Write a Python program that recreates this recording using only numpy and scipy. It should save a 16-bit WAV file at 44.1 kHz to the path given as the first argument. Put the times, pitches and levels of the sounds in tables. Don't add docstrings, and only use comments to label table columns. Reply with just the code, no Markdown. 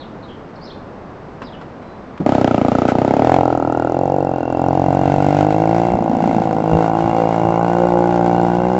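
import sys
import numpy as np
from scipy import signal
from scipy.fft import rfft, irfft, next_fast_len
from scipy.io import wavfile
from scipy.ndimage import uniform_filter1d, map_coordinates

SR = 44100
rng = np.random.default_rng(int(sys.argv[2]) if len(sys.argv) > 2 else 0)


def waveform_to_disk(signal):
    frames = np.transpose(np.atleast_2d(signal))
    scaled = np.clip(frames, -1, 1) * 32767
    samples = np.round(scaled).astype(np.int16)
    wavfile.write(sys.argv[1], SR, samples)


N = 387638

# freq_hz, relative_db
STREET_SPECTRUM = [(25, -11.5), (60, -7.5), (130, -3), (230, -1), (400, -5), (700, -8), (1100, -12),
                   (1700, -20), (3000, -32), (5000, -39), (7500, -48.5)]
# freq_hz, relative_db
BUFFET_SPECTRUM = [(20, -30), (60, -11), (130, -19.5), (220, -16.5), (320, -15), (500, -6.5), (1200, -21.5),
                   (4000, -64.5)]
# freq_hz, relative_db
GUST_SPECTRUM = [(20, -24), (60, -8), (120, -3), (190, -2), (300, -14), (600, -25), (1200, -40),
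                 (4000, -75)]
# centre_s, half_length_s, level_db
GUSTS = [(5.2, 0.36, -29), (5.948, 0.026, -16), (6.3, 0.38, -34), (6.74, 0.037, -16.5), (7.05, 0.068, -24),
         (7.47, 0.056, -27.5)]
WIND_STILL_DB, WIND_RIDING_DB = -46.5, -39.5

# start_s, length_s, start_hz, middle_hz, end_hz, level_db
CHIRPS = [(-.01, 0.056, 4300, 3840, 2840, -42), (0.224, 0.038, 4060, 3920, 3870, -47),
          (0.28, 0.057, 3280, 3170, 3170, -45), (0.555, 0.017, 5300, 4500, 4000, -51),
          (0.61, 0.058, 4350, 5000, 5400, -44), (0.652, 0.049, 4300, 3990, 4720, -44),
          (0.697, 0.031, 3300, 3670, 4650, -39.5), (1.436, 0.039, 5100, 4980, 4600, -48),
          (1.46, 0.041, 4120, 3780, 3380, -45), (1.526, 0.032, 3400, 2960, 2700, -43)]

# start_s, relative_db, brightness (0-1), decay_s
KNOCKS = [(1.417, -27.5, 0.58, 0.017), (1.612, -35.5, 0.8, 0.014), (1.826, -39, 1, 0.005),
          (2.176, -30, 0.9, 0.0046), (2.201, -19.5, 0.07, 0.027)]
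# freq_hz, relative_db
THUD_SPECTRUM = [(30, -34), (120, -5.5), (230, -1), (450, -16), (800, -21), (1500, -50), (8000, -65)]
# freq_hz, relative_db
CLACK_SPECTRUM = [(30, -27), (150, 3), (500, -5), (800, -4), (1100, 2), (1400, -4), (1800, -11),
                  (3000, -17), (8000, -38)]
# centre_s, half_length_s, level_db
RATTLES = [(2.294, 0.0016, -22.5), (2.414, 0.0018, -23), (2.476, 0.0025, -25), (2.882, 0.0037, -27.5),
           (2.9, 0.016, -28), (3.33, 0.05, -54)]
# time_s, level_db
SHAKE_LEVEL = [(5.3, -65), (5.8, -42), (6.1, -56), (7.3, -50), (7.9, -42), (8.7, -40.5)]

FIRST_FIRING_S = 2.2621
# time_s, firing_rate_hz
SPEED = [(2.26, 34.9), (2.56, 28.63), (2.94, 30.23), (3.13, 33.99), (3.35, 44.81), (3.6, 40.2),
         (3.89, 40.49), (3.98, 44.83), (4.18, 47.71), (4.43, 41.74), (4.65, 44.34), (5.36, 49.13),
         (5.9, 59.21), (6.05, 55.08), (6.3, 56.37), (6.6, 53.51), (7.13, 56.44), (7.45, 55.62),
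         (7.81, 58.7), (8.54, 58.71), (8.79, 63.12)]
IDLE_HZ, BITE_HZ, LOADED_HZ = 35.2, 37, 46
WAVER_S, WAVER_RATE_HZ = 0.00011, 14
ROUGH_IDLE, ROUGH_LOADED, ROUGH_SKIPPING = 0.3, 0.2, 0.17
# from_s, to_s, ramp_s
SKIPPING = (5.92, 6.7, 0.18)
# from_s, to_s, ramp_s
PULL_AWAY = (3.29, 4.92, 0.46)

# freq_hz, relative_db
PIPE_IDLE = [(30, -32.5), (130, 0), (205, -2.5), (290, 6), (440, -7), (520, -7.5), (680, -5), (930, -8),
             (1130, -19), (1240, -30), (1430, -11), (1620, -25.5), (1850, -53), (8000, -82)]
# freq_hz, relative_db
PIPE_LOAD = [(30, -33.5), (115, 0.5), (180, 7), (250, -5.5), (340, 7.5), (420, -11), (510, -2), (660, -4),
             (810, 2.5), (960, -7), (1090, -8.5), (1270, -18), (1470, -21.5), (1750, -30), (8000, -100)]
# time_s, pitch_scale
PIPE_HEAT = [(2.3, 0.89), (2.7, 0.86), (3.35, 0.95), (3.8, 0.99), (5.1, 0.93), (5.9, 0.95), (7.3, 0.95),
             (8.0, 1)]
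# time_s, pop_db, boom_db
EFFORT = [(2.26, -14.5, -16.5), (2.6, -17.5, -17), (3.1, -16.5, -18.5), (3.32, -10.5, -16), (3.6, -18, -21),
          (4.15, -17, -23), (4.45, -21.5, -23), (4.66, -16, -18), (5.25, -16, -17), (5.42, -14, -16),
          (5.5, -16, -19), (5.78, -15.5, -18), (6.05, -19, -25), (6.3, -17, -22.5), (6.64, -20.5, -21.5),
          (6.75, -16.5, -17.5), (6.92, -17.5, -21), (7.85, -17.5, -19), (8.42, -16, -17.5), (8.6, -19, -19)]
# time_s, width_s
PUFF = [(3.1, 0.00016), (3.35, 0.00025), (3.7, 0.00029), (4.15, 0.00036), (4.6, 0.00023), (5.4, 0.0003),
        (5.8, 0.00026), (6.6, .00019), (6.85, 0.00014), (7.4, .00017), (7.6, 0.000078), (7.8, 0.00024),
        (7.95, 0.00018), (8.1, 0.00027), (8.7, 0.00023)]
BOOM_HZ, BOOM_FOLLOWS, BOOM_LOWEST = 57.4, 0.97, 0.865
# centre_hz, width_hz
CHAMBERS_IDLE = [(174, 84), (1035, 215)]
# centre_hz, width_hz
CHAMBERS_LOAD = [(990, 370)]
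# time_s, relative_db
MIDRANGE_LEVEL = [(2.32, -26), (2.97, -25.5), (3.36, -20.5), (3.65, -29), (4.19, -20.5), (4.33, -27.5),
                  (5.63, -23), (5.84, -27.5), (6.53, -26.5), (6.8, -19), (6.87, -29), (7.11, -29.5),
                  (7.2, -18.5), (7.36, -27.5), (7.5, -22.5), (7.74, -26), (7.84, -17), (7.9, -30),
                  (7.93, -20), (8.02, -19.5), (8.11, -32), (8.17, -24.5), (8.47, -28), (8.51, -42),
                  (8.53, -26.5), (8.78, -25)]
MIDRANGE_HZ, MIDRANGE_WIDTH_HZ, MIDRANGE_TRIM_DB = 486, 182, 0.5

# start_s, thump_db
MISFIRES = [(5.968, -12), (6.006, -11), (6.043, -15), (6.096, -9), (6.13, -8), (6.166, -10), (6.187, -17),
            (6.223, -9), (6.256, -8.5), (6.291, -8), (6.329, -15), (6.363, -8), (6.401, -11.5),
            (6.438, -22), (6.491, -16), (6.548, -16), (6.618, -13)]
SKIP_LOSS, SKIP_WIDENS = 0.38, 0.15
THUMP_HZ, THUMP_RISE_S = 235, 0.0046

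# centre_hz, width_hz, relative_db
CASE_MODES = [(1450, 170, 18.5), (1995, 310, 7), (2570, 260, -18)]
CLATTER_DB, CLATTER_IDLE_DB, CLATTER_PULL_DB = -22.5, -3, -27
# freq_hz, relative_db
HISS_SPECTRUM = [(500, -19.5), (1500, 20.5), (3200, 11), (4500, 8), (7400, 0), (9000, -88.5)]
HISS_DB, HISS_IDLE_DB, HISS_PULL_DB = -31, 6.5, -5.5
RASP_BETWEEN, RASP_BETWEEN_IDLE = 0.47, -0.091
# centre_hz, width_hz, relative_db
AIRBOX_MODES = [(425, 354, 0)]
INTAKE_DB, INTAKE_IDLE_DB = -18, 9
# freq_hz, relative_db
SNAP_SPECTRUM = [(800, -41.5), (2200, -12), (3500, -5), (5500, -1), (7400, 1), (9000, -61.5)]
SNAP_DB, SNAP_PULL_DB = -37.5, 0.5
# freq_hz, relative_db
SPRAY_SPECTRUM = [(600, -32.5), (1500, -2), (2300, 1.5), (3200, -4), (4200, -14.5), (7500, -20.5),
                  (9000, -60.5)]
# time_s, level_db
SPRAY_LEVEL = [(2.26, -47), (2.31, -45), (2.5, -36), (2.75, -46), (2.9, -40.5), (3.05, -44), (3.22, -42),
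               (3.36, -34.5), (3.46, -51), (3.7, -72)]
# time_s, pitch_hz
FINS_PITCH = [(4.4, 2745), (5.5, 2734), (6.7, 2750), (7.1, 2800), (8.7, 2780)]
# time_s, level_db
FINS_LEVEL = [(3.65, -56), (3.8, -52), (4.2, -54), (4.5, -45.5), (4.7, -51), (4.95, -50), (5.1, -45.5),
              (5.5, -48), (5.9, -48), (6.05, -55), (6.25, -47.5), (6.62, -55.5), (6.73, -42.5), (6.87, -51),
              (7.1, -46), (7.65, -48.5), (8.2, -53), (8.4, -47), (8.78, -50.5)]
# time_s, pitch_hz
HEAD_PITCH = [(4.9, 2058), (5.8, 2131), (7.2, 2174), (8.7, 2152.5)]
# time_s, level_db
HEAD_LEVEL = [(3.6, -69.5), (4.5, -64), (5, -49), (5.4, -44), (5.9, -44), (6.05, -59), (6.3, -44),
              (6.7, -58), (7.15, -45.5), (7.5, -46.5), (7.8, -51), (8.7, -50.5)]
# time_s, pitch_hz
CYLINDER_PITCH = [(2.3, 1276), (2.7, 1265), (3.6, 1330), (4.4, 1400), (5.402, 1398), (7.999, 1456)]
# time_s, relative_db
CYLINDER_LEVEL = [(2.32, -28), (2.34, -26), (2.88, -23), (2.97, -27), (3.88, -30), (4.01, -42.5),
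                  (4.71, -34.5), (4.73, -43), (5.32, -37.5), (6.1, -47), (6.83, -34), (7.39, -49),
                  (7.5, -33.5), (8.78, -36)]
FINS_RING_S, HEAD_RING_S, SLAP_RING_S, SLAP_TRIM_DB = 0.004, 0.0012, 0.0019, -2.5

# from_s, to_s, ramp_s
PARKED_CARS = (6.2, 9.5, .5)
ECHO_PATHS_M, ECHO_WANDER_M, ECHO_RATE_HZ, ECHO_DB = (1.5, 2.4), .3, 4, -14
SOUND_M_PER_S = 343
TOP_HZ = 7900


def amp(db):
    return 10 ** (np.asarray(db) / 20)


def unit(x):
    return x / np.sqrt(np.mean(x ** 2) + 1e-20)


def along(points, hz):
    f, v = np.transpose(points)
    return np.interp(np.log(hz + 1), np.log(f + 1), v)


def curves(rows):
    s, *cols = np.transpose(rows)
    return [np.interp(np.arange(N) / SR, s, c) for c in cols]


def wobble(rate_hz):
    knots = rng.standard_normal(int(N * rate_hz / SR) + 4)
    return map_coordinates(knots, [np.arange(N) * rate_hz / SR])


def spell(start_s, end_s, ramp_s):
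    t = np.arange(N) / SR
    return np.clip(np.minimum(t - start_s, end_s - t) / ramp_s, 0, 1)


def swells(rows):
    t = np.arange(N) / SR
    return sum(amp(db) * np.exp(-((t - s) / length) ** 2) for s, length, db in rows)


def filtered(x, response):
    m = next_fast_len(N + SR // 2)
    return irfft(rfft(x, m) * response(np.fft.rfftfreq(m, 1 / SR)), m)[:N]


def coloured(x, spectrum):
    return filtered(x, lambda hz: amp(along(spectrum, hz)))


def noise(spectrum):
    return unit(coloured(rng.standard_normal(N), spectrum))


def resonate(x, modes):
    def response(f):
        return sum(amp(db) * 1j * f * w / (c * c - f * f + 1j * f * w) for c, w, db in modes)
    return filtered(x, response)


def impulse(spectrum, size=4096):
    cepstrum = irfft(np.log(amp(along(spectrum, np.fft.rfftfreq(size, 1 / SR)))))
    cepstrum[1:size // 2] *= 2
    cepstrum[size // 2 + 1:] = 0
    return irfft(np.exp(rfft(cepstrum)))[:size // 2]


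def levelled(x, at):
    power = np.add.reduceat(x ** 2, at) / np.diff(np.append(at, N))
    smooth = uniform_filter1d(power[:-1], size=5)
    return x / np.sqrt(np.interp(np.arange(N), at[:-1], smooth) + 1e-20)


def speeding(from_hz, to_hz):
    return np.clip((curves(SPEED)[0] - from_hz) / (to_hz - from_hz), 0, 1)


def air(traffic_db=-34.0, lumps_db=-2.0):
    traffic = amp(traffic_db) * noise(STREET_SPECTRUM)
    riding = speeding(IDLE_HZ, LOADED_HZ)
    breeze = amp(WIND_STILL_DB + (WIND_RIDING_DB - WIND_STILL_DB) * riding)
    lumps = unit(amp(lumps_db * wobble(22)) * noise(BUFFET_SPECTRUM))
    return traffic + breeze * lumps + swells(GUSTS) * noise(GUST_SPECTRUM)


def sparrows(rasp=0.057, echo_db=-2, t60_s=0.37):
    song, waver = np.zeros(N), 1 + rasp * wobble(600)
    for s, length, start_hz, middle_hz, end_hz, db in CHIRPS:
        i = np.arange(max(int(s * SR), 0), int((s + length) * SR))
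        u = np.clip((i / SR - s) / length, 0, 1)
        pitch_hz = np.interp(u, [0, .5, 1], [start_hz, middle_hz, end_hz]) * waver[i]
        envelope = np.sqrt(np.abs(np.sin(np.pi * u)))
        song[i] += amp(db) * envelope * np.sin(2 * np.pi * np.cumsum(pitch_hz) / SR)
    t = np.arange(SR // 2) / SR
    tail = rng.standard_normal(len(t)) * np.exp(-np.log(1000) * t / t60_s)
    return song + amp(echo_db) * signal.fftconvolve(song, tail / np.linalg.norm(tail))[:N]


def squeak(pitch_hz=4000, waver=.003):
    phase = 2 * np.pi * np.cumsum(pitch_hz * (1 + waver * wobble(60))) / SR
    return swells([(1.91, 0.083, -59)]) * np.sin(phase)


def knocks(rise_s=0.0015, trim_db=7.5):
    thud, clack, out = noise(THUD_SPECTRUM), noise(CLACK_SPECTRUM), np.zeros(N)
    for s, db, bright, decay_s in KNOCKS:
        t = np.maximum(np.arange(N) / SR - s, 0)
        envelope = (1 - np.exp(-t / rise_s)) * np.exp(-t / decay_s)
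        out += amp(db + trim_db) * envelope * ((1 - bright) * thud + bright * clack)
    return out


def rattles(chatter=0.15):
    grains = rng.standard_normal(N) * np.exp(chatter * wobble(700))
    return swells(RATTLES) * unit(resonate(grains, CASE_MODES))


def shake():
    turns = np.cumsum(curves(SPEED)[0] * (np.arange(N) / SR > FIRST_FIRING_S)) / SR
    return amp(curves(SHAKE_LEVEL)[0]) * np.sqrt(2) * np.sin(2 * np.pi * turns)


def firings(rough, jitter_s=0.00044):
    start = int(FIRST_FIRING_S * SR)
    turns = np.cumsum(curves(SPEED)[0][start:]) / SR
    at = start + np.searchsorted(turns, np.arange(int(turns[-1]) + 1))
    jitter = jitter_s * rough[at] * rng.standard_normal(len(at))
    late_s = jitter + WAVER_S * wobble(WAVER_RATE_HZ)[at]
    return np.clip(at + (SR * late_s).astype(int), 0, N - 1)


def taps(at, scatter_db):
    kicks = np.zeros(N)
    kicks[at] = amp(scatter_db * rng.standard_normal(len(at)))
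    return kicks


def bursts(at, delay_s, decay_s, between, scatter_db):
    t = np.arange(SR // 20) / SR - delay_s
    decay = (t > 0) * np.exp(-np.abs(t) / decay_s)
    flare = signal.fftconvolve(taps(at, scatter_db), decay)[:N]
    return (flare + between * (np.arange(N) >= at[0])) * rng.standard_normal(N)


def ringing(at, pitch, ring_s, detune, scatter_db):
    t, hz, out = np.arange(SR // 30) / SR, curves(pitch)[0], np.zeros(N + SR)
    envelope = t * np.exp(-t / ring_s)
    for i, (off, size) in zip(at, rng.standard_normal((len(at), 2))):
        tone = np.sin(2 * np.pi * hz[i] * (1 + detune * off) * t)
        out[i:i + len(t)] += amp(scatter_db * size) * envelope * tone
    return levelled(out[:N], at)


def intake(at):
    gulps = bursts(at, delay_s=0.013, decay_s=0.003, between=0.38, scatter_db=3.0)
    return levelled(resonate(resonate(gulps, AIRBOX_MODES), AIRBOX_MODES), at)


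def snaps(at):
    crack = bursts(at, delay_s=.0006, decay_s=.0011, between=0, scatter_db=2.5)
    return levelled(coloured(crack, SNAP_SPECTRUM), at)


def spray(at, grain=0.45):
    grains = bursts(at, delay_s=.0008, decay_s=.003, between=.1, scatter_db=1.5)
    grains = grains * np.exp(grain * wobble(900))
    return amp(curves(SPRAY_LEVEL)[0]) * levelled(coloured(grains, SPRAY_SPECTRUM), at)


def clatter(at, between, idle):
    blows = bursts(at, delay_s=.001, decay_s=.003, between=between, scatter_db=1.8)
    return levelled(resonate(blows * np.exp(.5 * idle * wobble(500)), CASE_MODES), at)


def hiss(at, between):
    jet = bursts(at, delay_s=.0008, decay_s=.0028, between=between, scatter_db=2.2)
    return levelled(coloured(jet, HISS_SPECTRUM), at)


def exhaust(at, load, scale, rough, width_s, split_hz=420, scatter_db=2):
    idle, loaded = impulse(PIPE_IDLE), impulse(PIPE_LOAD)
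    n = np.arange(len(idle))
    crank = np.maximum((curves(SPEED)[0] / BOOM_HZ) ** BOOM_FOLLOWS, BOOM_LOWEST)
    trains = np.zeros((2, N + len(n)))

    def stretched(ring, by):
        return np.interp(n * by, n, ring, right=0)

    def low(hz):
        return 1 / (1 + (hz / split_hz) ** 6)

    weak = np.zeros(len(at))
    weak[[np.argmin(np.abs(at / SR - s)) for s, _ in MISFIRES]] = 1
    strength = amp(scatter_db * rough[at] * rng.standard_normal(len(at))) * (1 - SKIP_LOSS * weak)
    widths_s = width_s[at] * (1 + SKIP_WIDENS * weak)
    for i, size, width in zip(at, strength, widths_s):
        eddies = .06 * rough[i] * rng.standard_normal(len(n)) * np.exp(-n / SR / .012)
        puff = np.exp(-.5 * ((n / SR - .0005) / width) ** 2)
        gas = signal.fftconvolve((n == 0) + eddies, puff / puff.sum())[:len(n)]
        for train, by in zip(trains, (scale[i], crank[i])):
            ring = (1 - load[i]) * stretched(idle, scale[i]) + load[i] * stretched(loaded, by)
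            train[i:i + len(n)] -= size * signal.fftconvolve(gas, ring)[:len(n)]
    pop = filtered(trains[0, :N], lambda hz: 1 - low(hz))
    boom = filtered(trains[1, :N], low)
    pop_db, boom_db = curves(EFFORT)
    return amp(boom_db) * levelled(boom, at) + amp(pop_db) * levelled(pop, at)


def silencer(x, chambers):
    def pole(f):
        return np.prod([(c * c - f * f + 1j * f * w) for c, w in chambers], axis=0)
    return filtered(x, lambda hz: np.conj(pole(hz)) / pole(hz))


def midrange(pops, at):
    band = filtered(pops, lambda hz: 1 / (1 + (2 * (hz - MIDRANGE_HZ) / MIDRANGE_WIDTH_HZ) ** 6))
    gain = amp(curves(MIDRANGE_LEVEL)[0] + MIDRANGE_TRIM_DB)
    return pops - band + gain * levelled(band, at)


def burble(detune=0.082):
    out, t = np.zeros(N), np.arange(SR // 25) / SR
    swell = t / THUMP_RISE_S * np.exp(1 - t / THUMP_RISE_S)
    for (s, db), off in zip(MISFIRES, rng.standard_normal(len(MISFIRES))):
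        tone = np.sin(2 * np.pi * THUMP_HZ * (1 + detune * off) * t)
        out[int(s * SR):][:len(t)] -= amp(db) * swell * tone
    return out


def engine(flutter_db=1.96):
    pop_db, scale = curves(EFFORT)[0], curves(PIPE_HEAT)[0]
    idle, load = 1 - speeding(IDLE_HZ, LOADED_HZ), speeding(BITE_HZ, LOADED_HZ)
    pulling = spell(*PULL_AWAY)
    rough = ROUGH_IDLE + (ROUGH_LOADED - ROUGH_IDLE) * (1 - idle) + ROUGH_SKIPPING * spell(*SKIPPING)
    at = firings(rough)

    pipe = exhaust(at, load, scale, rough, curves(PUFF)[0])
    pops = silencer((1 - load) * pipe, CHAMBERS_IDLE) + silencer(load * pipe, CHAMBERS_LOAD)
    suction = amp(pop_db + INTAKE_DB + INTAKE_IDLE_DB * idle) * intake(at)

    between = RASP_BETWEEN + RASP_BETWEEN_IDLE * idle
    clatter_db = pop_db + CLATTER_DB + CLATTER_IDLE_DB * idle + CLATTER_PULL_DB * pulling
    hiss_db = pop_db + HISS_DB + HISS_IDLE_DB * idle + HISS_PULL_DB * pulling
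    rasp = amp(clatter_db) * clatter(at, between, idle) + amp(hiss_db) * hiss(at, between)
    rasp = amp(flutter_db * wobble(23)) * rasp

    fins = ringing(at, FINS_PITCH, FINS_RING_S, detune=0.008, scatter_db=3)
    head = ringing(at, HEAD_PITCH, HEAD_RING_S, detune=0.014, scatter_db=3.5)
    slap = ringing(at, CYLINDER_PITCH, SLAP_RING_S, detune=0.024, scatter_db=1.8)
    ring = amp(curves(FINS_LEVEL)[0]) * fins + amp(curves(HEAD_LEVEL)[0]) * head
    ring += amp(curves(CYLINDER_LEVEL)[0] + SLAP_TRIM_DB) * slap

    snap = amp(pop_db + SNAP_DB + SNAP_PULL_DB * pulling) * snaps(at)
    return midrange(pops, at) + suction + rasp + spray(at) + ring + snap


def parked_cars(x):
    n, echoes = np.arange(N), np.zeros(N)
    for path_m in ECHO_PATHS_M:
        delay_s = (path_m + ECHO_WANDER_M * wobble(ECHO_RATE_HZ)) / SOUND_M_PER_S
        echoes += np.interp(n - SR * delay_s, n, x)
    return x + amp(ECHO_DB) * spell(*PARKED_CARS) * echoes


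def scene():
    street = air() + sparrows()
    bike = squeak() + knocks() + rattles() + shake() + burble()
    return (street + bike + parked_cars(engine()))[None]


def record(dry, top=1.0):
    rounded = dry[0] / (1 + np.abs(dry[0] / top) ** 8) ** (1 / 8)
    return filtered(rounded, lambda hz: 1 / np.sqrt(1 + (hz / TOP_HZ) ** 90))[None]


dry = scene()
out = record(dry)
waveform_to_disk(out)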